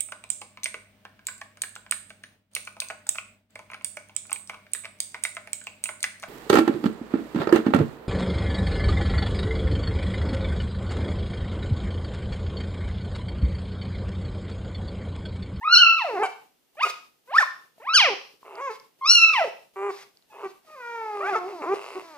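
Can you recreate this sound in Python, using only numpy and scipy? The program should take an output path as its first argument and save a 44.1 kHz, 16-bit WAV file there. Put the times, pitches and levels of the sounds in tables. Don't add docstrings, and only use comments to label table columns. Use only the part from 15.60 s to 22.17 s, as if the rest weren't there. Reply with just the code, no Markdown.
import sys
import numpy as np
from scipy import signal
from scipy.fft import rfft, irfft, next_fast_len
from scipy.io import wavfile
from scipy.ndimage import uniform_filter1d, minimum_filter1d

SR = 44100
rng = np.random.default_rng(int(sys.argv[2]) if len(sys.argv) > 2 else 0)


def file_out(sig):
    cols = np.atleast_2d(sig).T
    lim = np.clip(cols, -1, 1)
    pcm = np.round(lim * 32767).astype(np.int16)
    wavfile.write(sys.argv[1], SR, pcm)


N = 289737

# (frequency [Hz], level [dB])
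NASAL_MOUTH = [(280, -16.5), (400, 5.5), (600, -4), (850, -2), (1200, -2.5), (1700, -13.5), (2450, -12),
               (2900, -27), (3500, -25.5), (4300, -36), (5000, -27), (6500, -22), (15000, -66.5)]


def squeals():
    # (time [s], pitch [Hz], level [dB], overtone slope [dB per octave],
    # mouth resonance [Hz], its lift [dB])
    cries = [
        [(0.012, 870, -44, -8, 1820, 11.0), (0.03, 925, -35.5, -11, 1810, 14), (0.052, 1232, -27, -12, 2070, 7),
         (0.076, 1244, -20.5, -13.5, 3270, 10.5), (0.108, 1384, -25, -8.5, 4200, 15),
         (0.138, 1453, -3, -3.5, 4300, 17), (0.16, 1341, -9, 4, 4560, 20), (0.192, 1542, -18, 1.5, 3300, 11.5),
         (0.236, 1380, -8, -5.5, 2760, 15), (0.248, 1362, -20.5, -10.5, 2840, 10.5),
         (0.262, 1354, -13.5, -7.5, 2704, 15.5), (0.374, 1322, -23.5, -4.5, 2670, 10.5),
         (0.386, 1300, -23, -3.5, 2700, 9), (0.402, 1049, -31, -4, 2730, 5.5), (0.424, 897.4, -24, 1, 2456, 8),
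         (0.438, 831.3, -34.5, -8, 2470, 10), (0.454, 681.3, -26.5, -7, 2540, 6.5),
         (0.484, 573.9, -31, -9, 2304, 10.5), (0.498, 502.1, -30, -9.5, 2370, 13),
         (0.516, 453.7, -32, -5.0, 2470, 5), (0.542, 415.8, -30, -13.5, 2638, 10),
         (0.578, 348.0, -27.5, -3.5, 2220, 7), (0.598, 404, -27.5, -12, 2080, 12),
         (0.63, 440, -19.5, -6, 2170, 6)],
        [(1.17, 565.3, -49.5, -6.5, 2330, 13.5), (1.19, 644.8, -38, -2, 2430, 3.5),
         (1.204, 854.5, -31.5, 2.5, 2420, 10.5), (1.218, 1066, -24.5, -6.5, 2538, 12.5),
         (1.234, 1258, -19, 0, 2533, 1.5), (1.25, 1244, -17.5, -15, 2490, 12.5)],
        [(1.675, 479.6, -55.5, -2, 4740, 17), (1.707, 545.5, -40, -4.5, 4526, 7),
         (1.731, 841.6, -33.5, -3, 4310, 1.5), (1.749, 1112, -18.5, -11, 4593, 9.5),
         (1.771, 1346, -16.5, -18.5, 5177, 11.0), (1.777, 1676, -22.5, -9.5, 5300, 13.5),
         (1.787, 1835, -10, -16.5, 5500, 16), (1.805, 1668, -24.5, -24.5, 5190, 11.0),
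         (1.821, 1213, -36, -15, 5010, 14.5), (1.829, 1134, -17, -18, 4920, 15),
         (1.842, 956, -30.5, -15.5, 4850, 10)],
        [(2.2, 459.0, -48, -10.5, 2490, 9.5), (2.212, 433, -49.5, -5.0, 2190, 7),
         (2.254, 826, -44.5, -2.5, 2090, 8.5), (2.28, 1114, -27.5, -9.5, 2160, 7),
         (2.3, 1296, -21.5, -10.5, 3447, 13), (2.33, 1323, -28.5, -7, 4753, 14),
         (2.35, 1655, -11.5, 7, 4600, 5), (2.386, 1227, -14.5, 9.5, 2661, 1.5),
         (2.42, 852, -16, 5.5, 2666, 13.5), (2.44, 746.5, -18, 0.5, 2398, 15),
         (2.456, 638.7, -18.5, 6.5, 2230, 5.5), (2.506, 420.4, -29.5, -13, 2620, 7.5),
         (2.54, 377, -32, -8.5, 2530, 8.5)],
        [(3.412, 1060, -42.5, -13.5, 2140, 7.5), (3.426, 1064, -30, -17, 3300, 8.5),
         (3.442, 1061, -26.5, -10, 5390, 6), (3.478, 1327, -22, 6.5, 5260, 10),
         (3.506, 1394, -7, 13.5, 5430, 10.5), (3.53, 1454, -17, 14.5, 4240, 6.5),
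         (3.558, 1411, -11.5, 14, 3070, 17.5), (3.604, 1344, -19.5, 6.5, 2850, 6),
         (3.634, 1339, -10.5, 5.5, 2700, 16.5), (3.73, 1287, -25, -2, 2650, 11.5),
         (3.738, 1220, -24, 0.5, 2590, 7.5), (3.754, 1047, -23.5, -2.5, 2488, 13),
         (3.774, 955, -21, 0, 2338, 12), (3.812, 679.5, -20.5, -9.5, 2243, 6.5),
         (3.838, 634.5, -25, -2, 2023, 6.5), (3.856, 478, -30, -23, 2167, 7.5),
         (3.868, 433.2, -37.5, -13, 2337, 11.0), (3.885, 407.5, -33.5, -13, 2680, 10.5)],
    ]
    # (frequency [Hz], level [dB])
    wide_mouth = [(350, -22), (800, -10.5), (1400, -17), (2000, -21), (2700, -20.5), (3400, -27),
                  (4200, -28.5), (5700, -30.5), (6600, -40.5), (8200, -48), (10000, -32.5), (15000, -72)]
    return clear_voice(cries, wide_mouth, wobble=.006, flicker_db=2.5, soft_db=5.0)


def voice_breaks():
    # (start [s], length [s], pitch at start, middle, end [Hz], level [dB], swell [dB],
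    # mouth opening [dB], strong-weak beat [0-1])
    rasps = [(.63, 0.049, 781, 762, 692.7, -25, -19.5, -20, 0.13),
             (1.25, .028, 1410, 1410, 1376, -26.5, -3.5, -16, 0.5),
             (2.965, 0.051, 485, 476, 555.8, -36.5, 17, -27, 0.52),
             (4.158, .125, 382.3, 398, 404, -30, 12.5, -27, .5),
             (4.283, .03, 399.7, 385, 356, -25, -4, -28, 0)]
    slope_db = 0
    return rough_voice(arcs(rasps, slope_db), wobble=0.01, jitter=0.0074, shimmer_db=2.5, air_db=-3.5)


def soft_calls():
    # (start [s], length [s], pitch at start, middle, end [Hz], level [dB], swell [dB],
    # overtone slope [dB per octave], mouth resonance [Hz], its lift [dB])
    calls = [(1.795, .035, 910, 740, 544.7, -22, 2, 4, 1500, 13.5),
             (3.005, .09, 535, 555, 490.7, -31.5, 7.5, 2.5, 1030, 6),
             (3.096, 0.038, 446.2, 435, 441.7, -34.5, -11, 1, 880, 0),
             (4.698, .082, 876, 840, 866, -54, 8.5, 0, 2590, 9),
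             (4.835, 0.04, 386, 390, 370, -31, 3, -1.5, 801, -2),
             (5.756, 0.028, 455.5, 440, 430, -23, -13, 3.5, 1200, 9.5),
             (6.055, .087, 298, 372, 409.6, -25.5, 16, -3.5, 1080, 5),
             (6.352, 0.03585, 350, 379, 363, -31, 4, -7, 1070, 4.5),
             (6.43, 0.16, 338, 317, 264, -48.5, 3.5, -1, 876, 1.5)]
    return clear_voice(arcs(calls), NASAL_MOUTH, wobble=0.0069, flicker_db=1.5, soft_db=1.0)


def creaks():
    # (start [s], length [s], level [dB], swell [dB], overtone slope [dB per octave], mouth opening [dB])
    creak_rows = [(2.845, 0.15, -44.5, 6, -17, -16.5), (4.719, 0.14, -44, 16, -8, -18.5),
                  (5.082, 0.0294, -57.5, 8, -8, -16), (5.194, .03, -66, -2, -3, -15),
                  (5.547, 0.17, -43.5, 3, 2, -17), (5.877, 0.066, -42.5, -7, -4, -19),
                  (6.015, 0.043, -31, 4, -2, -24), (6.122, 0.3, -42, -3.5, 3, -15)]
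    # (attack [s], rise from below [dB], release [s], fall at the end [dB])
    creak_edges = (.006, 3, 0.0055, 1.3)
    flaps_hz, beat = 140, 0.073
    tables = []
    for start, length, level_db, swell_db, slope_db, mouth_db in creak_rows:
        s, db = envelope(start, length, level_db, swell_db, creak_edges)
        same = np.ones(len(s))
        columns = [s, flaps_hz * same, db, slope_db * same, mouth_db * same, beat * same]
        tables.append(np.column_stack(columns))
    return rough_voice(tables, wobble=.1, jitter=0.3, shimmer_db=3.5, air_db=19)


def arched_cry():
    # (time [s], pitch [Hz], level [dB], overtone slope [dB per octave],
    # mouth resonance [Hz], its lift [dB])
    arch = [(5.605, 563.1, -28, -1.0, 1200, 6.5), (5.631, 653.4, -30.5, -1.0, 1280, 8.5),
            (5.677, 820, -29, -1.0, 1410, 8.0), (5.701, 858.4, -28, -1.0, 1440, 7.1),
            (5.717, 800, -45, -1.0, 1380, 6.6), (5.735, 725.6, -27.5, -1.0, 1340, 7.2),
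            (5.756, 628, -20.5, -1.0, 1310, 9.2)]
    return clear_voice([arch], NASAL_MOUTH, wobble=0.007, flicker_db=3.5, soft_db=5.0)


def whine():
    # (time [s], pitch [Hz], level [dB], overtone slope [dB per octave],
    # mouth resonance [Hz], its lift [dB])
    falling_note = [(5.05, 723, -76.5, -5, 906, 5.8), (5.076, 623.5, -55.5, -0.5, 1265, 4),
                    (5.146, 615, -44, 0, 1240, 4.4), (5.168, 529.7, -46, 0, 1030, 3.1),
                    (5.23, 477.3, -39, 6.5, 1395, 7.7), (5.348, 466.6, -34, 4.5, 1130, 4.4),
                    (5.514, 421.3, -32.5, 2.5, 834, 10.5), (5.632, 393.7, -33.5, -3.0, 1200, 5.6),
                    (5.66, 376.2, -29.5, 4, 890, 3.1), (5.694, 417, -29.5, 8, 816, 4.6),
                    (5.724, 379.3, -27, -1, 869, 4.8), (5.752, 376, -35.5, -2, 1220, 6.0),
                    (5.836, 353.5, -35.5, -3.5, 790, 8.3), (5.876, 385.6, -32.5, -8, 781, 5.2),
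                    (5.908, 425.4, -43.5, -19, 838, 6.0), (5.936, 369.5, -34.5, -9, 740, 7.1),
                    (5.982, 329, -43.5, -2, 810, 7.2), (6.02, 285, -35.5, -13, 947, 6.0)]
    return clear_voice([falling_note], NASAL_MOUTH, wobble=0.004, flicker_db=1.5, soft_db=1.5)


def clear_voice(tables, mouth, wobble, flicker_db, soft_db):
    resonance_octaves = 0.41
    gate, hz, level_db, slope_db, mouth_hz, peak_db = played(tables, fade_s=.006)
    quick = signal.butter(2, [15, 70], "band", fs=SR, output="sos")
    wavering = signal.sosfilt(quick, rng.standard_normal((5, N)))
    tremor, *flicker = (rms_one(c) for c in wavering)
    on = np.flatnonzero(gate > 0)
    phase = np.cumsum(hz * np.exp(wobble * tremor) / SR)[on]
    hz, sound, power, out = hz[on], 0, 0, np.zeros(N)
    for k in range(1, int(15000 / hz.min()) + 1):
        folds_db = slope_db[on] * np.log2(min(k, 4)) - soft_db * max(k - 4, 0)
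        octaves_off = np.log2(k * hz / mouth_hz[on])
        lift_db = peak_db[on] * np.exp(-(octaves_off / resonance_octaves) ** 2)
        gain = from_db(folds_db + at_hz(mouth, k * hz) + lift_db) * (k * hz < 15000)
        flickering = from_db(flicker_db * flicker[k % len(flicker)][on])
        sound = sound + gain * flickering * np.cos(2 * np.pi * k * phase)
        power = power + gain ** 2 / 2
    out[on] = from_db(level_db[on]) * sound / np.sqrt(power)
    return gate * out


def rough_voice(tables, wobble, jitter, shimmer_db, air_db):
    # (frequency [Hz], level [dB])
    closed_mouth = [(150, -35), (260, -48.5), (400, 7.5), (600, -20), (830, 2), (1200, -1), (1600, -14),
                    (2450, -9.5), (3000, -58.5), (5400, -48.5), (7500, -33), (10000, -59.5), (14000, -73)]
    open_mouth = [(180, -31.5), (330, 7.5), (700, 18), (1450, -14), (2020, 7.5), (2700, 9), (3400, -13),
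                  (5000, -20.5), (6500, -39), (8000, -23), (10000, -16), (13000, -73.5)]
    gate, hz, level_db, sharp_db, mouth_db, beat = played(tables, fade_s=.006)
    chance = rng.standard_normal((3, N))
    quick = signal.butter(2, [15, 70], "band", fs=SR, output="sos")
    tremor = rms_one(signal.sosfilt(quick, chance[2]))
    cycle = np.cumsum(hz / SR).astype(int)
    uneven_hz = hz * np.exp(wobble * tremor + jitter * chance[0][cycle])
    phase = np.cumsum(uneven_hz / SR)
    strength = from_db(shimmer_db * chance[1][np.round(phase).astype(int)])
    strength = strength * (1 + np.clip(beat, 0, 1) * np.cos(np.pi * phase))
    pulses = np.zeros(N)
    for k in range(1, int(15000 / hz.min()) + 1):
        on = np.flatnonzero((gate > 0) & (k * hz < 15000))
        pulses[on] += from_db(sharp_db[on] * np.log2(k)) * np.cos(2 * np.pi * k * phase[on])
    puffs = (1 + np.cos(2 * np.pi * phase)) * (gate > 0)
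    air = from_db(air_db) * rng.standard_normal(N) * puffs
    source = strength * pulses + air
    sound = colour(source, closed_mouth) + from_db(mouth_db) * colour(source, open_mouth)
    even = uniform_filter1d(sound ** 2, 1100) / (uniform_filter1d(gate, 1100) + 0.0015)
    return gate * from_db(level_db) * sound / np.sqrt(np.abs(even) + 1e-9)


def arcs(rows, *shared):
    # (attack [s], rise from below [dB], release [s], fall at the end [dB])
    voice_edges = (0.0095, 5.5, 0.016, 4.7)
    tables = []
    for start, length, first, middle, last, level_db, swell_db, *held in rows:
        s, db = envelope(start, length, level_db, swell_db, voice_edges)
        parabola = np.polyfit([0, .5, 1], [first, middle, last], 2)
        hz = np.polyval(parabola, (s - start) / length)
        still = [np.full(len(s), h) for h in (*shared, *held)]
        tables.append(np.column_stack([s, hz, db] + still))
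    return tables


def breaths():
    # (start [s], length [s], level [dB], swell [dB])
    breath_rows = [(0.374, 0.28, -52, 0), (.62, 0.052, -41, 12), (.68, 0.061, -55, -0.5),
                   (1.221, 0.069, -37, -7.5), (1.273, 0.043, -30.5, -9), (1.314, 0.088, -56.5, -8),
                   (1.746, 0.09, -35.5, 4.5), (1.806, 0.12, -49.5, -27), (2.349, 0.13, -56, -8.5),
                   (3.099, 0.075, -50, -3), (3.712, 0.19, -45, -10.5), (4.292, 0.15, -49, 3),
                   (4.79, 0.13, -60, 11), (5.022, 0.63, -60, 9.5), (5.628, .17, -48.5, 2),
                   (5.807, .33, -55.5, 0), (6.132, 0.049, -47.5, -9), (6.185, 0.56, -55.5, -9.5)]
    # (attack [s], rise from below [dB], release [s], fall at the end [dB])
    breath_edges = (0.0063, 6, 0.005, 2.3)
    # (frequency [Hz], level [dB per Hz])
    breath_colour = [(200, -55), (500, -19.5), (1000, -16.5), (1600, -16.5), (2200, -14), (3000, -21),
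                     (4800, -16.5), (7500, -28.5), (11000, -34.5), (16000, -36.5)]
    tables = [np.column_stack(envelope(*row, breath_edges)) for row in breath_rows]
    gate, level_db = played(tables, fade_s=.025)
    return gate * from_db(level_db) * rms_one(colour(rng.standard_normal(N), breath_colour))


def ticks():
    # (time [s], level before decay [dB], ring [Hz])
    lip_ticks = [(1.155, -50.5, 817), (2.181, -47, 654), (2.739, -51.5, 415.4), (2.83, -39.5, 1050),
                 (2.955, -35.5, 4730), (3.1993, -36, 5070), (4.572, -38.5, 4710), (4.6242, -45.5, 4043),
                 (5.048, -53, 652), (6.423, -41, 638)]
    out = np.zeros(N)
    for s, level_db, hz in lip_ticks:
        t = np.arange(600) / SR
        i = round(s * SR)
        out[i:i + 600] += from_db(level_db) * np.sin(2 * np.pi * hz * t) * np.exp(-t * hz / 4.0)
    return out


def ports(x):
    # (frequency [Hz], level [dB])
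    left_colour = [(130, .3), (400, -1.1), (700, -.4), (1300, .6), (2400, -2.2), (4400, .5), (8100, 5),
                   (15000, -.6)]
    # (frequency [Hz], lag [radians])
    right_lag = [(100, .03), (1000, .5), (2200, 1.2), (3200, 1.7), (5000, 1.5), (8000, 1.7), (15000, 1.5)]
    size = next_fast_len(N + 4096)
    hz = np.arange(size // 2 + 1) * SR / size
    left = from_db(at_hz(left_colour, hz) / 2) * np.exp(.5j * at_hz(right_lag, hz))
    spectrum = rfft(x, size)
    return np.array([irfft(spectrum * left, size)[:N], irfft(spectrum / left, size)[:N]])


def room(x):
    # (frequency [Hz], level [dB])
    wall_colour = [(300, 0), (1300, -2.5), (2700, 1), (4500, -3.5), (7000, -3), (12000, 0.5)]
    # (frequency [Hz], decay [s])
    decay_times = [(300, 0.37), (800, 0.43), (2100, 0.39), (5500, 0.55), (12000, 0.27)]
    size = next_fast_len(N + SR)
    hz, out = np.arange(size // 2 + 1) * SR / size, []
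    t60, spectrum = at_hz(decay_times, hz), rfft(colour(x, wall_colour), size)
    lags = np.geomspace(.011, .047, 20) * rng.uniform(.96, 1.04, 20)
    for side in range(2):
        answer = 0
        for k, lag in enumerate(lags[side::2]):
            echo = from_db(-60 * lag / t60) * np.exp(-2j * np.pi * hz * lag)
            answer = answer + (-1) ** k * echo / (1 - echo)
        for lag in (.0017, .0043, .0009):
            z = np.exp(-2j * np.pi * hz * lag * (1 + .13 * side))
            answer = answer * (z - .6) / (1 - .6 * z)
        out.append(irfft(spectrum * answer, size)[:N] / np.sqrt(10))
    likeness = 0.083
    return np.array([out[0] + likeness * out[1], out[1] + likeness * out[0]])


def background():
    # (frequency [Hz], level [dB per Hz])
    hiss_colour = [(25, 3.5), (45, -7.5), (62, -11.5), (85, -22), (130, -13), (384, -10.5), (1160, -18),
                   (1760, -20.5), (2900, -18.5), (7870, -24), (16000, -22.5)]
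    hiss_db = -61
    whistle_hz, whistle_db = 2806, -82
    shared, left, right = (rms_one(colour(w, hiss_colour)) for w in rng.standard_normal((3, N)))
    whistle = from_db(whistle_db) * np.sin(2 * np.pi * whistle_hz * np.arange(N) / SR)
    return from_db(hiss_db) * (0.35 * shared + np.array([left, right])) + whistle


def played(tables, fade_s):
    t, gate = np.arange(N) / SR, np.zeros(N)
    for rows in tables:
        gate[(t >= rows[0][0]) & (t <= rows[-1][0])] = 1
    s, *columns = np.vstack(tables).T
    controls = [gate] + [np.interp(t, s, c) for c in columns]
    return [uniform_filter1d(c, int(fade_s * SR)) for c in controls]


def envelope(start, length, level_db, swell_db, edges):
    attack, attack_db, release, release_db = edges
    s = np.linspace(0, length, 13)
    rise = np.interp(s, [0, attack], [-attack_db, 0])
    fall = np.interp(length - s, [0, release], [-release_db, 0])
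    return start + s, level_db + swell_db * (s / length - .5) + (rise + fall)


def colour(x, points, size=4096):
    hz = np.arange(size // 2 + 1) * SR / size
    cepstrum = irfft(np.log(from_db(at_hz(points, hz))))
    cepstrum[1:size // 2] *= 2
    cepstrum[size // 2 + 1:] = 0
    return signal.fftconvolve(x, irfft(np.exp(rfft(cepstrum))))[:N]


def at_hz(points, hz):
    p = np.array(points)
    return np.interp(np.log(np.maximum(hz, 1)), np.log(p[:, 0]), p[:, 1])


def from_db(db):
    return 10 ** (np.asarray(db) / 20)


def rms_one(x):
    return x / np.sqrt(np.mean(x ** 2) + 1e-20)


def scene():
    litter = (squeals() + voice_breaks() + soft_calls() + creaks()
              + arched_cry() + whine() + breaths() + ticks())
    room_db = -8.5
    return ports(litter) + from_db(room_db) * room(litter) + background()


def record(dry):
    thin = signal.sosfilt(signal.butter(2, 100, "high", fs=SR, output="sos"), dry)
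    threshold_db, ratio, most_db = -55.5, 1, 6.5
    power = np.abs(uniform_filter1d(np.mean(thin ** 2, axis=0), size=2205))
    level_db = 10 * np.log10(power + 1e-12)
    thin = thin * from_db(np.clip(ratio * (level_db - threshold_db), -most_db, 0))
    headroom = np.minimum(1, .92 / (np.abs(thin).max(axis=0) + 1e-9))
    gain = uniform_filter1d(minimum_filter1d(headroom, size=441), size=441)
    top_cut = signal.cheby2(14, 70, 16150, fs=SR, output="sos")
    return signal.sosfilt(top_cut, thin * gain)


dry = scene()
out = record(dry)
file_out(out)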